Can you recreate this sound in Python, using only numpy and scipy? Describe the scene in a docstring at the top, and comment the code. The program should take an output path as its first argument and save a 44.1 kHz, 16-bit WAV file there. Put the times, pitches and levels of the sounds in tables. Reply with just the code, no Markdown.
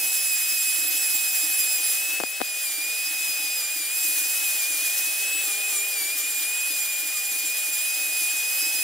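"""In an open workshop, a handheld rotary tool carves a wooden figure close to the microphone.
Its fan whines in blade harmonics and hisses as shaped noise; each bite of the burr drags the motor's speed down.
A few chips strike the microphone as short dying rings, and at times the burr chatters at half the whine's pitch.
Far off, an engine runs and a horn-like tone comes and goes, both built from wavering harmonics.
Dull ringing knocks fall several times a second over the soft noise of the open air."""
import sys
import numpy as np
from scipy import signal
from scipy.io import wavfile
from scipy.ndimage import uniform_filter1d

SR = 44100
rng = np.random.default_rng(int(sys.argv[2]) if len(sys.argv) > 2 else 0)


def output_pcm(signal):
    """Save a mono or channel-first signal as 16-bit PCM at the path in sys.argv[1].

    Samples are clipped to [-1, 1] before scaling.
    """
    pcm = np.clip(np.atleast_2d(signal).T, -1, 1) * 32767
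    wavfile.write(sys.argv[1], SR, np.round(pcm).astype(np.int16))


N = 389403
T = np.arange(N) / SR
BLADES = 14


def gain_of(db):
    """Amplitude factor for a level in dB."""
    return 10 ** (np.asarray(db) / 20)


def evened(x):
    """Scales to rms 1."""
    return x / np.sqrt(np.mean(abs(x) ** 2) + 1e-20)


def read(points, hz):
    """Reads a spectrum table on a log-frequency axis."""
    f, value = np.transpose(points)
    return np.interp(np.log(hz + 1), np.log(f + 1), value)


def curves(rows):
    """Draws each column of a timed table as a straight-line curve over every sample."""
    s, *columns = np.transpose(rows)
    return [np.interp(T, s, column) for column in columns]


def add(mix, s, sound):
    """Lays a sound into the mix from s seconds on, cut off at the end."""
    part = mix[:, max(round(s * SR), 0):][:, :sound.shape[-1]]
    part += sound[..., :part.shape[1]]


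def lagged(x, lag_s):
    """Follows x with a first-order lag."""
    keep = np.exp(-1 / (lag_s * SR))
    return signal.lfilter([1 - keep], [1, -keep], x - x[0]) + x[0]


def drift(rate):
    """Slow complex chance of rms 1, up to about rate changes a second."""
    count = 4096
    f = np.fft.fftfreq(count, T[-1] / count)
    chance = rng.standard_normal(count) + 1j * rng.standard_normal(count)
    slow = np.fft.ifft(chance / (1 + (f / rate) ** 2))
    return np.interp(T, np.linspace(0, T[-1], count), evened(slow))


def angle_of(hz):
    """Running phase in radians of a changing frequency."""
    return 2 * np.pi * np.cumsum(hz) / SR


def tone(angle, swing):
    """A sine whose height and phase follow the complex curve swing."""
    return np.sqrt(2) * (swing.real * np.cos(angle) - swing.imag * np.sin(angle))


def ring(modes, t):
    """Dying modes after one blow, peak 1."""
    sound = sum(gain_of(db - 60 * t / t60) * np.sin(2 * np.pi * hz * t) for hz, db, t60 in modes)
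    return sound / abs(sound).max()


# How alike the noise is at the two microphone ports. Each row: frequency in Hz, likeness (held to at most 1).
PORT_LIKENESS = [(100, 1.2), (700, 0.64), (1500, 0.87), (3100, 1), (7000, 0.62), (11000, 0.46),
                 (15000, 2.5)]
# How far the left port runs ahead. Each row: frequency in Hz, lead in radians.
PORT_LEAD = [(1500, -0.29), (3400, 0.6), (4100, 0.99), (7000, -0.71), (8300, 1.25), (10000, 0.3),
             (12400, 1.36), (15500, 1.4)]
# How the noise leans to one side. Each row: frequency in Hz, left over right in dB.
PORT_BALANCE = [(300, 0.11), (2400, 0.43), (4400, -0.31), (8000, -0.2), (15000, 0)]
# Where extra treble lands. Each row: frequency in Hz, share of the extra treble.
TREBLE_SHARE = [(3500, 0.18), (6000, 0.97), (9000, 0.78), (11500, 1.24), (13500, 1.6), (15200, 1.2)]


def air(colour, treble_db, patchy_db):
    """Coloured noise at the two ports, its level patchy across time and frequency."""
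    size = 512
    hz = np.fft.rfftfreq(size, 1 / SR)
    at = np.arange(0, N + size, size // 4)
    a, b, c, d, patches = rng.standard_normal((5, len(at), len(hz)))
    patches = uniform_filter1d(patches, size=14, axis=0)
    patches = evened(uniform_filter1d(patches, size=9, axis=1))
    # the right port mixes the left's noise with some of its own
    same = np.clip(read(PORT_LIKENESS, hz), -1, 1)
    left = a + 1j * b
    right = same * left + np.sqrt(1 - same ** 2) * (c + 1j * d)
    right = right * np.exp(-1j * read(PORT_LEAD, hz))
    lean = gain_of(read(PORT_BALANCE, hz) / 2)
    extra_db = treble_db[np.minimum(at, N - 1), None] * read(TREBLE_SHARE, hz)
    field_db = read(colour, hz) + patchy_db * patches + extra_db
    frames = np.array([left * lean, right / lean]) * gain_of(field_db)
    sound = signal.istft(frames.swapaxes(1, 2), nperseg=size, noverlap=size * 3 // 4)[1]
    return evened(sound[:, :N])


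# Strokes of the burr into the wood, each one arch of force. Each row: start in seconds, length in seconds,
# then the push at the top of the arch: drag in Hz, whine in dB, overtones in dB, treble of the hiss in dB.
STROKES = [(0.0, 0.047, 152, 1.5, 2, 0), (0.122, 0.049, 119, 0, 1.2, 2.5), (0.29, 0.067, 227, 4, 2.8, -3),
           (0.395, 0.074, 85.3, 0.5, -0.7, -0.5), (0.549, 0.048, 231.4, 2.5, -1, 0.5),
           (0.657, 0.053, 153.6, 2.5, 2, -2), (0.765, 0.051, 118.2, -3, 1, 0),
           (0.868, 0.036, 183, -2, 6, -8), (1.011, 0.055, 221.6, 0.5, 0.5, 1),
           (1.136, 0.036, 169.5, -0.5, 3, 0), (1.335, 0.031, 102.9, 1.5, -1, 4),
           (1.584, 0.043, 316, 2.5, 5, 0.5), (1.709, 0.099, 243, -1.5, 3.5, -0.5),
           (1.816, 0.16, 120.2, -4, 0, 2), (2.179, 0.082, 305, -5, -1, -2),
           (2.382, 0.044, 265, -3, -2.9, -2), (2.4, 0.17, 188.7, -1.2, 4.5, 0),
           (2.597, 0.1, 335.6, -2, 4.5, 1.2), (2.667, 0.13, 203.3, -5, 3, 0),
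           (3.073, 0.13, 101, -1.2, -2.4, 0.5), (3.219, 0.15, 157.7, 0.3, -0.5, 2.0),
           (3.394, 0.11, 223.5, -0.2, 0.5, 1.5), (3.539, 0.14, 312, -4.1, 2.3, 1.5),
           (3.721, 0.149, 337.6, -3.5, 0, 3), (4.018, 0.095, 195, 1.5, 1, 3),
           (4.136, 0.093, 221, 0.5, -6, 3), (4.434, 0.063, 268, 1.5, 4, -0.4),
           (4.548, 0.097, 351.6, -2, 4.5, -0.8), (4.684, 0.094, 282, -1.5, 7, -1.5),
           (4.842, 0.052, 308, 0.8, 11.5, -1), (4.962, 0.035, 159, -4, 1.7, 3),
           (5.078, 0.07, 178, 0.5, -1, 0.5), (5.386, 0.2, 280.4, -4.5, -0.5, 4),
           (5.665, 0.15, 337, -3.3, -3.5, 4.5), (5.881, 0.2, 371.4, -1.5, 1.5, 1.5),
           (6.153, 0.072, 343, -6, 4, 3.5), (6.277, 0.085, 188.4, -4.5, 1, 1.5),
           (6.379, 0.063, 254, -6, 1, 2), (8.064, 0.031, 188, -1.3, -4, 0.2),
           (8.187, 0.051, 226, -0.9, 1.4, 2.5), (8.322, 0.14, 72, 0.2, -3, 0.5),
           (8.715, 0.043, 191, -1.2, -9, 2)]
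# Runs of light touches as the burr skips along the surface.
# Each row: start in seconds, number of touches, touches per second, drag in Hz.
SKIPPING_RUNS = [(6.696, 6, 14.1, 300), (7.148, 5, 13.25, 345), (7.565, 3, 12.6, 340)]
# each touch is a tiny stroke
TOUCH_S, TOUCH_WHINE_DB, TOUCH_OVERTONES_DB, TOUCH_HISS_DB = 0.036, -3.5, 1, 2.5


def burr():
    """Sums the force of all strokes and touches: drag (Hz), then pushes on whine, overtones and hiss (dB)."""
    touches = [(start + k / rate, TOUCH_S, drag_hz, TOUCH_WHINE_DB, TOUCH_OVERTONES_DB, TOUCH_HISS_DB)
               for start, count, rate, drag_hz in SKIPPING_RUNS for k in range(round(count))]
    effects = np.zeros((4, N))
    for start, length, *strengths in list(STROKES) + touches:
        force = np.sin(np.pi * np.arange(0, length, 1 / SR) / length)
        add(effects, start, np.outer(strengths, force))
    return effects


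# How each blade harmonic, from the first up, reaches the ports.
# Each row: left over right in dB, lead of the left in radians, reflected wave over direct wave.
HARMONIC_PATHS = [(2, -0.21, 0.2), (-0.5, 0.47, 0.88), (-1, -0.28, 0.61), (-1.5, 0.26, 0.83),
                  (-2.5, 0.67, 0.72), (.5, 1.0, 0.53)]
# Overtones of the whine. Each row: harmonic, base level in dB, share of the air's extra treble it takes.
WHINE_OVERTONES = [(2, -41.5, -0.12), (3, -35.5, -0.074), (4, -36, 0.54), (5, -37.5, 0.54), (6, -38, 0.14)]
# The whine's octave swells and fades on its own. Each row: time in seconds, change in dB.
OCTAVE_SWELLS = [(0, 3), (1.9, -1.5), (2.45, 2.5), (2.7, 3.5), (3.3, 6.5), (4.03, -0.5), (4.7, 0),
                 (5.45, -4), (5.8, -8), (6.03, 3.5), (6.3, -4.5), (7.0, -3), (8.3, 0), (8.83, 7.5)]


def whine(shaft, whine_db, overtones_db, bright_db, swing_db):
    """Blade harmonics; reflections from hand and wood shift, so each port hears its own flutter."""
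    levels = [whine_db]
    levels += [overtones_db + db + share * bright_db for _, db, share in WHINE_OVERTONES]
    levels[1] = levels[1] + curves(OCTAVE_SWELLS)[0]
    out = np.zeros((2, N))
    for k, (pan_db, lead, reflected) in enumerate(HARMONIC_PATHS):
        # the upper harmonics' narrow beams fade in and out more than the lowest line wavers
        fade_db = 2.5 if k else 0.63
        fade = evened(gain_of(fade_db * drift(10).real))
        # turbulence roughens the upper harmonics most
        roughness = 0.16 * np.sqrt(k + 0.13) * drift(110)
        shared = (1 + roughness) * fade
        lean_db = pan_db + (swing_db if k else 0)
        for port, side in enumerate((.5, -.5)):
            flutter = evened(shared + reflected * fade * drift(16)) * np.exp(1j * side * lead)
            out[port] += gain_of(levels[k] + side * lean_db) * tone((k + 1) * BLADES * shaft, flutter)
    return out


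RUSH_DB = -26.5  # base level of the hiss
# Colour of the hiss. Each row: frequency in Hz, relative density in dB per Hz.
HISS_COLOUR = [(150, -42), (400, -15.5), (800, -11.5), (980, -14.5), (1400, -7.5), (1900, -4), (2600, -4),
               (3050, 0), (4300, -2), (5600, -0.5), (8000, 1.5), (10000, 3), (12000, 1), (15500, 0.5)]


def rush(shaft, treble_db):
    """Air and dust hiss, throbbing slightly once and three times each turn of the shaft."""
    chop = 1 + 0.099 * np.cos(3 * shaft) + 0.026 * np.cos(shaft)
    return gain_of(RUSH_DB) * chop * air(HISS_COLOUR, treble_db, patchy_db=0.8)


# Weaker lines of motor and burr. Each row: multiple of the shaft speed, base level in dB.
SHAFT_ORDERS = [(31, -58), (39, -55), (45, -56), (49, -43), (53, -43), (57, -45), (59, -46), (63, -54),
                (73, -48), (76, -52), (81, -58)]


def motor(shaft):
    """Weak shaft orders between the blade harmonics fade in and out, partly apart at the two ports."""
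    out = np.zeros((2, N))
    for multiple, db in SHAFT_ORDERS:
        shared = .5 + drift(14)
        own = 0.36 * drift(14)
        out += gain_of(db) * tone(round(multiple) * shaft, evened(np.array([shared + own, shared - own])))
    return out


# Pressure of the hand beneath the strokes. Each row: time in seconds, drag in Hz.
HAND_PRESSURE = [(0, 46), (1, 18.6), (1.3, 94), (1.9, 1.05), (2.1, 14), (2.55, 21.7), (2.85, 124),
                 (3.2, 19), (4.3, 54), (5, 41.5), (5.35, 16.5), (6.1, 67), (6.5, 97), (6.8, 101),
                 (7.25, 66), (7.7, 68), (7.9, 111), (8.83, 60)]
# How the tool faces the microphone as the hand moves round the figure. Each row: time in seconds,
# then changes in dB of the whine, the overtones, the rush of air and its extra treble.
TOOL_FACING = [(0.0, -0.5, 1, -0.3, 2.5), (0.8, 0.3, 2, 0.2, 1.5), (1.9, 0, 4, 0.5, 0.1),
               (2.15, 3.5, -5, 0, -0.2), (2.3, -0.7, -5.3, -4.5, -1.5), (2.45, -1, -8, -1, -2.5),
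               (2.6, -1.9, -3, -1.2, -2), (3.2, 2, -2.5, 0, -1), (3.88, -1.7, 0, -0.5, -3),
               (4.03, -1.2, 2.2, -0.3, 1.5), (4.9, 0.8, -6, 1, 1.6), (5.2, 0.7, -1.5, 0.3, 0),
               (5.33, 3.5, 1, 2, -5), (6.1, -0.4, 0.1, -0.2, -1.9), (6.6, 1.4, 1.5, 0.6, -2.6),
               (7.1, -1, -1.5, -1, -1.4), (7.9, 1.1, 0.5, 0.1, -0.5), (8.83, 2.5, 0.5, 0.2, 0.6)]
# The overtones and hiss swing between the ports as the tool is turned.
# Each row: time in seconds, left over right in dB.
TURNING = [(0, -1.3), (1.33, -1.5), (2.02, -0.3), (2.19, 2), (2.8, -.5), (3.2, 0), (6.5, .3), (8.83, -.5)]
# blade rate with no load, and the lag of the rotor as a load drags it down
FREE_HZ, ROTOR_LAG_S = 2619.7, 0.1
# base level of the whine's lowest line, and the lags with which whine and hiss answer a stroke
BLADE_TONE_DB, BLADE_TONE_LAG_S, DUST_LAG_S = -32.5, 0.0061, 0.0047
SHAFT_LEVEL_DB = -2.5  # trim of the weak shaft lines


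def rotary_tool():
    """The load on the burr sets the speed and colours the whine; the hand's angle sets what beams forward."""
    drag, cut_whine_db, cut_overtones_db, cut_hiss_db = burr()
    sag_hz = lagged(drag + curves(HAND_PRESSURE)[0], ROTOR_LAG_S)
    # the grain of the wood shakes the speed a little
    grain_hz = 4 * drift(25.0).real
    shaft = angle_of((FREE_HZ - sag_hz + grain_hz) / BLADES)
    front_db, beam_db, air_db, bright_db = curves(TOOL_FACING)
    swing_db = curves(TURNING)[0]
    whine_db = BLADE_TONE_DB + front_db + lagged(cut_whine_db, BLADE_TONE_LAG_S)
    fan = whine(shaft, whine_db, beam_db + cut_overtones_db, bright_db, swing_db)
    # the hiss flickers in level, and its treble flickers faster
    treble_db = bright_db + lagged(cut_hiss_db, DUST_LAG_S) + 0.83 * drift(21).real
    hiss = gain_of(air_db + 0.5 * drift(12).real) * rush(shaft, treble_db)
    # the shaft lines beam as the overtones do
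    lines = gain_of(SHAFT_LEVEL_DB + beam_db) * motor(shaft)
    turned = gain_of([swing_db / 2, -swing_db / 2]) * (hiss + lines)
    return fan + turned + chatter(shaft)


def distant(hz, level_db, lines, unsteady):
    """A far harmonic source whose lines waver on the way through the air."""
    angle = angle_of(hz)
    wavering = sum(gain_of(db) * tone(round(k) * angle, 1 + unsteady * drift(4.3)) for k, db in lines)
    return gain_of(level_db) * wavering


# The far engine, easing off and revving up again.
# Each row: time in seconds, mean firing rate in Hz, change of level in dB.
ENGINE_SPEED = [(0, 79.2, 3.5), (.25, 71.8, -0.5), (.5, 58, -21), (.85, 71.3, 0), (1.05, 79.9, 1),
                (1.4, 76.7, 2), (2, 78.4, 1), (2.6, 79.44, -1), (2.9, 77.45, -0.5), (3.3, 80.5, 1),
                (3.8, 77.4, 1.5), (4.35, 81.44, 1), (5.5, 79.3, 4.5), (6.35, 77.93, 0.5),
                (6.65, 79.73, 0.5), (7.4, 77.9, 2), (8.4, 79.35, 1.5), (8.8, 80, 2.5)]
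# Its harmonics. Each row: multiple of the firing rate, base level in dB.
ENGINE_HARMONICS = [(5, -76), (6, -65.5), (7, -65.5), (8, -64.5), (9, -104), (10, -61.5), (11, -63.5)]


def engine():
    """Fires evenly at full speed and raggedly below it; its speed hunts a little."""
    hz, level_db = curves(ENGINE_SPEED)
    jitter_hz = np.interp(hz, [72, 77], [4, .35]) * drift(23.2).real
    hunt_hz = 0.341 * drift(2.48).real
    return distant(hz + jitter_hz + hunt_hz, level_db, ENGINE_HARMONICS, unsteady=0.57)


# Colour of the open air. Each row: frequency in Hz, relative density in dB per Hz.
YARD_COLOUR = [(20, -19), (60, -14), (120, -3.5), (200, -45), (290, 14), (400, 0), (600, -2), (800, 3.5),
               (1000, -18), (2000, 13.5), (5000, -32)]


def yard():
    """Steady coloured noise of the open air, at -52.5 dB rms."""
    return gain_of(-52.5) * air(YARD_COLOUR, np.zeros(N), patchy_db=0.0)


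# Dull knocks, single or in quick pairs.
# Each row: time in seconds when the swell is complete, peak of the first blow in dB, number of blows.
DULL_KNOCKS = [(.159, -55, 2), (.788, -45, 2), (.855, -46, 1), (.91, -46, 2), (1.155, -44, 1),
               (1.442, -42, 1), (1.604, -45, 1), (1.808, -47, 1), (2.094, -46, 2), (2.786, -44, 1),
               (3.113, -47, 1), (3.404, -45.5, 2), (3.765, -46, 2), (4.053, -44, 2), (4.177, -45.5, 2),
               (4.421, -47, 1), (4.708, -45, 2), (4.828, -44.5, 1), (5.077, -46, 1), (5.358, -47, 1),
               (5.481, -46, 1), (5.728, -45, 1), (6.015, -47, 2), (6.158, -45, 1), (6.242, -47, 1),
               (6.384, -48, 1), (6.709, -44, 1), (7.035, -46, 1), (7.321, -47, 2), (7.445, -45, 1),
               (7.689, -46, 1), (7.975, -49, 2), (8.096, -47, 1), (8.22, -45, 1), (8.34, -47, 1),
               (8.629, -44, 2), (8.751, -47, 2)]
# What the knocks ring with, before a small random detuning.
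# Each row: frequency in Hz, relative level in dB, time to fall by 60 dB in seconds.
KNOCK_RING = [(287, -3, 0.047), (303.5, -6, 0.24), (320, -0.5, 0.085)]
# the second blow of a pair comes this much later and louder
SECOND_BLOW_S, SECOND_BLOW_DB = 0.041, 1.5
# weak knocks that fall at random in between
WEAK_PER_S, WEAK_DB = 3, -50


def knocks():
    """Distant soft blows swell for a few cycles and die; some come as quick pairs, the second a little louder."""
    rise_s = 0.0117
    out, t = np.zeros((2, N)), T[:SR // 5]
    faint = [(s, WEAK_DB, 1) for s in T[rng.random(N) < WEAK_PER_S / SR]]
    for s, db, blows in list(DULL_KNOCKS) + faint:
        for k in range(round(blows)):
            detune = rng.uniform(1.0, 1.03)
            swell = np.minimum(t / rise_s, 1) ** 2
            blow = ring(KNOCK_RING, t * detune) * swell
            level = gain_of(db + k * SECOND_BLOW_DB)
            add(out, s + k * SECOND_BLOW_S - rise_s, level * blow / abs(blow).max())
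    return out


# Chips striking the microphone. Each row: time in seconds, peak at the left port in dB, left over right in dB.
CHIP_HITS = [(2.2020, -9.5, 17), (2.2078, -14, 22), (2.2170, -26, 3), (2.2365, -7, 29), (2.404, -15.5, 24),
             (2.4089, -22, 16), (2.4120, -12, 27), (2.4160, -4.5, 31)]
# Ring of the microphone's case under a blow.
# Each row: frequency in Hz, relative level in dB, time to fall by 60 dB in seconds.
CASE_RING = [(308, -1, 0.012), (527, 1, 0.0069), (767, 1, 0.014), (1420, 14, 0.0015), (3630, 3, 0.001)]


def chips():
    """Chips hit the case by the left port; little bass passes, so each tap ends in a short low swing."""
    blow = ring(CASE_RING, T[:SR // 20])
    low_cut = signal.butter(4, 260, "high", fs=SR, output="sos")
    tap = signal.sosfilt(low_cut, blow) + 0.059 * blow
    tap = tap / abs(tap).max()
    out = np.zeros((2, N))
    for s, db, pan_db in CHIP_HITS:
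        add(out, s, gain_of([[db], [db - pan_db]]) * tap)
    return out


# Spells of chatter, each a smooth hump. Each row: middle in seconds, length in seconds, level in dB.
CHATTER_SPELLS = [(3.637, .12, -51), (3.831, 0.14, -57), (5.50, 0.085, -47), (5.76, 0.046, -38),
                  (6.019, .16, -61), (6.2, .08, -54), (7.17, 0.072, -46)]
# Lines of the chatter. Each row: multiple of the shaft speed, relative level in dB.
CHATTER_ORDERS = [(7, -3), (21, -15), (35, -2), (49, 3), (63, 6)]


def chatter(shaft):
    """The burr bounces at half the whine's pitch, adding lines midway between its harmonics."""
    bite = sum(gain_of(db) * np.exp(-(2 * (T - s) / length) ** 2) for s, length, db in CHATTER_SPELLS)
    return bite * sum(gain_of(db) * tone(round(k) * shaft, 0.71 + .5 * drift(35)) for k, db in CHATTER_ORDERS)


# The far horn-like tone. Each row: time in seconds, pitch in Hz, level in dB.
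HORN_CALL = [(5.1, 200.2, -85), (5.2, 202.7, -57), (5.35, 206.6, -61), (5.55, 204.5, -56),
             (5.75, 201.8, -55), (5.9, 198.8, -57.5), (6.15, 200.2, -62), (6.4, 199, -92)]
# Its harmonics. Each row: multiple of the pitch, relative level in dB.
HORN_HARMONICS = [(1, -19), (2, 0), (3, -19), (4, -4), (5, -14), (7, -12)]


def horn():
    """Wavering harmonics on a gliding pitch, rising out of near silence and sinking back."""
    return distant(*curves(HORN_CALL), HORN_HARMONICS, unsteady=0.34)


def scene():
    """The tool and its chips up close; engine, open air, knocks and horn far off."""
    return rotary_tool() + engine() + yard() + knocks() + chips() + horn()


def record(dry):
    """The recorder's band limit: a steep low-pass at 15740 Hz."""
    low_pass = signal.firwin(1023, 15740, window=("kaiser", 8), fs=SR)
    return signal.oaconvolve(dry, low_pass[None], "same")


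dry = scene()
out = record(dry)
output_pcm(out)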